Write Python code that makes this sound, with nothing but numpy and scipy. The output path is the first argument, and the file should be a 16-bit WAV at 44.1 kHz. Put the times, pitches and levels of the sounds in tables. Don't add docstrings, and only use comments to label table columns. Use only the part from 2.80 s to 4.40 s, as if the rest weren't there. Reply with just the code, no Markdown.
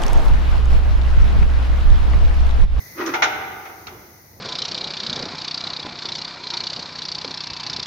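import sys
import numpy as np
from scipy import signal
from scipy.fft import rfft, irfft, next_fast_len
from scipy.io import wavfile
from scipy.ndimage import uniform_filter1d, minimum_filter1d, map_coordinates

SR = 44100
rng = np.random.default_rng(int(sys.argv[2]) if len(sys.argv) > 2 else 0)


def generate_wav(sig):
    pcm = np.round(np.clip(np.atleast_2d(sig).T, -1, 1) * 32767).astype(np.int16)
    wavfile.write(sys.argv[1], SR, pcm)


N = 70560


def amp(db):
    return 10 ** (np.asarray(db) / 20)


def unit(x):
    return x / np.sqrt(np.mean(x ** 2) + 1e-20)


def clock():
    return np.arange(N) / SR


def rise(time_s):
    return (1 - np.exp(-clock() / time_s)) ** 2


def fade(t60):
    return np.exp(-np.log(1000) * clock() / t60)


def wobble(rate):
    return map_coordinates(rng.standard_normal(400), [clock() * rate], mode="wrap")


def along(points, hz):
    f, v = np.transpose(points)
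    return np.interp(np.log(hz + 1), np.log(f + 1), v)


def level(rows):
    return amp(np.interp(clock(), *np.transpose(rows)))


def filtered(x, response):
    size = next_fast_len(2 * N)
    return irfft(rfft(x, size) * response(np.fft.rfftfreq(size, 1 / SR)), size)[..., :N]


def delayed(x, s):
    return np.pad(x, ((0, 0), (max(round(s * SR), 0), 0)))[:, :N]


def spread(hz):
    # f/Hz, correlation
    likeness = [(100, .95), (300, 0.91), (600, 0.57), (1200, 0.072), (2500, 0), (6000, 0.068)]
    return np.arccos(np.clip(along(likeness, hz), -1, 1)) / 2


def noise(colour, flutter=1):
    white = flutter * rng.standard_normal((2, N))
    mid, side = filtered(white, lambda hz: colour(hz) * np.array([np.cos(spread(hz)), np.sin(spread(hz))]))
    return unit(np.array([mid + side, mid - side]))


def dying(x, t60s, hold_s=0):
    hz, t, spectra = signal.stft(x, SR, nperseg=256)
    fall_db = -60 * np.maximum(t - hold_s, 0) / along(t60s, hz)[:, None]
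    return signal.istft(spectra * amp(fall_db), SR, nperseg=256)[1][:, :N]


def resonances(rows, hz):
    return sum(amp(db) * 1j * hz * width / (f * f - hz * hz + 1j * hz * width) for f, width, db in rows)


def ringing(modes, colour, waver_rad=.38):
    out = np.zeros((2, N))
    for k, (hz, db, t60) in enumerate(modes):
        phase = rng.uniform(0, 2 * np.pi) + waver_rad * wobble(36.4)
        mic_phase = (-1) ** k * spread(hz) * np.array([[1], [-1]])
        out += amp(db) * colour(hz) * fade(t60) * np.sin(2 * np.pi * hz * clock() + phase + mic_phase)
    return out


def hall(x, wet_db, predelay_s=.012):
    # f/Hz, t60/s
    decay = [(100, 1.14), (400, 2.34), (900, 1.88), (2000, 1.486), (3500, 1.14), (6000, 0.66),
             (12000, 0.46)]
    tail = delayed(dying(noise(np.ones_like), decay), predelay_s)
    echo = signal.fftconvolve(x[:1], tail / np.linalg.norm(tail[0]), axes=1)[:, :N]
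    return x + amp(wet_db) * echo


def room_tone(whine_hz=2017):
    # t/s, level/dB
    swells = [(0, -45.5), (.05, -50.5), (.17, -51), (.28, -49), (.43, -45), (.48, -47.5), (.57, -46),
              (.78, -49.5), (.87, -56.5), (.97, -55.5), (1.03, -48), (1.31, -49.5), (1.37, -53),
              (1.48, -53), (1.54, -50), (1.59, -48)]
    # f/Hz, relative density/dB
    rumble_spectrum = [(25, -42), (45, -29), (62, -6), (88, 1.5), (130, -2), (200, -8), (400, -12.5),
                       (1000, -17.5), (2300, -69), (3200, -56)]
    hiss_spectrum = [(1000, 2), (2200, 4), (3000, -11.5), (4200, 2.5), (6300, 7.5), (7000, -5),
                     (7700, -23.5), (9000, -3), (11000, -0.5), (12200, 6.5), (13500, 3.5), (15000, 10),
                     (16000, -3)]
    t = clock()
    rumble = level(swells) * noise(lambda hz: amp(along(rumble_spectrum, hz)))
    hiss = amp(-43 - 5.5 * t) * noise(lambda hz: amp(along(hiss_spectrum, hz)))
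    whine = amp(-47 - 9 * t) * noise(lambda hz: resonances([(whine_hz, 190, 0)], hz) ** 2)
    return rumble + hiss + whine


def groan(waver_rad=.3):
    # t/s, f/Hz, level/dB
    course = [(.14, 335, -75), (.17, 340, -40), (.2, 362, -29), (.22, 364, -24), (.236, 336, -32),
              (.25, 330, -27.5), (.29, 329, -29), (.345, 350, -34), (.38, 378, -44), (.42, 378, -75)]
    s, pitch_hz, db = np.transpose(course)
    phase = 2 * np.pi * np.cumsum(np.interp(clock(), s, pitch_hz)) / SR + waver_rad * wobble(111.1)
    return amp(np.interp(clock(), s, db)) * unit(np.sin(phase))


def drag(slips_per_s=944, scatter_db=4.5, low_hz=200, top_hz=2770):
    # t/s, level/dB
    stroke = [(.13, -88), (.16, -53), (.18, -40), (.2, -33), (.22, -30), (.235, -31), (.25, -31.5),
              (.29, -32), (.33, -37), (.39, -51.5), (.42, -91)]
    # f/Hz, width/Hz, level/dB
    frame = [(276, 10.5, 5.5), (362, 85, -4), (484, 26, -3.5), (580, 12, -28), (957, 10, 4), (1306, 62, -9),
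             (1903, 20, 4.5), (2510, 21, -2)]
    # f/Hz, relative density/dB
    grit_spectrum = [(30, -53), (150, -21.5), (330, 10.5), (650, -15), (1200, 5), (2000, -6), (3000, -15),
                     (6300, -20), (7000, -68), (7500, -62), (15000, -72)]
    slips = (rng.random(N) < slips_per_s / SR) * amp(scatter_db * rng.uniform(-0.93, 1, N))
    passband = lambda hz: 1 / (1 + (hz / top_hz) ** 6) / (1 + (low_hz / (hz + 1)) ** 4)
    judder = unit(filtered(slips, lambda hz: resonances(frame, hz) * passband(hz)))
    bite = signal.lfilter([1], [1, -np.exp(-1 / (.01 * SR))], slips)
    grit = noise(lambda hz: amp(along(grit_spectrum, hz)), bite)
    scrape = level(stroke) * (amp(-1.5) * judder + amp(4) * grit)
    return hall(scrape + groan(), wet_db=-12)


def clunks():
    # t/s, level/dB, tilt/(dB per octave), attack/s, chatter/s, ring/dB, left minus right/dB
    blows = [(0.21, -25, -5, 0.0054, 0.0051, -6.5, 9.5), (0.26, -26.5, 9, 0.0022, 0.0048, -10.5, 3.5),
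             (0.337, -16.5, -2, 0.0011, 0.015, 2, 2), (0.4212, -8.5, 0, 0.00092, .018, -3.5, 0.5),
             (.526, -30, -10.5, 0.0034, 0.03, -19, 0.5), (0.612, -28.5, -7.5, 0.0013, 0.0072, -3.5, -3),
             (0.85, -33.5, -2.5, 0.004, 0.015, -6, 1.5), (0.894, -34.5, -8.5, 0.0036, 0.0025, -4.5, -2.5),
             (1.0683, -31, 2.5, 0.0011, 0.0064, -3.5, -0.5)]
    # f/Hz, level/dB, t60/s
    steel_modes = [(608, -24, 1.3), (744, -23.5, 1.4), (780, -19.5, 1.6), (853, -19, 1.0), (931, -14.5, .9),
                   (1254, -17, .25), (1375, -18.5, .9), (1407, -7, .22), (1460, -19, 1.15),
                   (1498, -19.5, 1.15), (2093, -18, 1.0), (2389, -22, .8), (2763, -28, .9), (2912, -26, .9),
                   (3419, -28, .7), (3741, -29, .5), (5830, -16, .11)]
    # f/Hz, relative density/dB
    clank_spectrum = [(30, -59), (100, -44), (300, -19.5), (460, -10), (570, -23.5), (800, -0.5),
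                      (1050, -10), (1350, 1.5), (1720, -6.5), (2150, -0.5), (2450, -6), (2800, -10),
                      (4000, -14), (4600, -20), (5400, -16), (5900, -15.5), (6700, -20), (7600, -47.5),
                      (10000, -41.5), (15000, -66)]
    # f/Hz, t60/s
    clank_decay = [(300, 0.33), (1500, 0.12), (6000, 0.11)]
    out = np.zeros((2, N))
    for s, db, tilt_db, attack_s, chatter_s, ring_db, pan_db in blows:
        tilt = lambda hz: amp(tilt_db * np.log2((hz + 100) / 1500))
        onset = rise(attack_s / 2)
        chatter = noise(lambda hz: amp(along(clank_spectrum, hz)) * tilt(hz))
        clank = amp(-3.5) * onset * dying(chatter, clank_decay, chatter_s)
        ring = amp(ring_db) * onset * ringing(steel_modes, tilt)
        mic_gains = amp(db + pan_db * np.array([[.5], [-.5]]))
        out += mic_gains * delayed(hall(clank, wet_db=-10.5) + ring, s)
    return out


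def frame_booms(rise_s=.016):
    # t/s, level/dB
    booms = [(0.522, -43.5), (1.079, -40)]
    # f/Hz, relative density/dB
    spectrum = [(30, -43), (55, 2), (100, -8), (190, -16), (360, .5), (550, -13), (1200, -8.5),
                (4000, -42)]
    swell = (1 - np.exp(-clock() / rise_s)) * fade(t60=.8)
    return sum(delayed(amp(db) * swell * noise(lambda hz: amp(along(spectrum, hz))), s) for s, db in booms)


def tool_clink(at_s=1.0695):
    # f/Hz, level/dB, t60/s
    tool_modes = [(1314, -4, .15), (2320, -5, .06), (2700, -5, .06), (3795, -5, .05), (4100, -6, .03),
                  (4380, -4, .06), (4560, -4, .03), (5373, -13, .1)]
    return delayed(amp(-33.5) * rise(.0003) * ringing(tool_modes, np.ones_like), at_s)


def scene():
    return clunks() + tool_clink() + drag() + frame_booms() + room_tone()


def record(dry, hold_s=.0016, top_hz=15900):
    # f/Hz, left minus right/dB
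    mismatch = [(100, -2), (600, -1), (1100, 0.5), (2000, -1.5), (4000, -5), (7000, 10), (13000, 1.7)]
    mics = filtered(dry, lambda hz: amp(along(mismatch, hz) * np.array([[.5], [-.5]])))
    safe_gain = np.minimum(1, 1 / (np.abs(mics).max(axis=0) + 1e-9))
    hold = int(hold_s * SR)
    limiter_gain = uniform_filter1d(minimum_filter1d(safe_gain, hold), hold)
    return filtered(mics * limiter_gain, lambda hz: hz < top_hz)


dry = scene()
out = record(dry)
generate_wav(out)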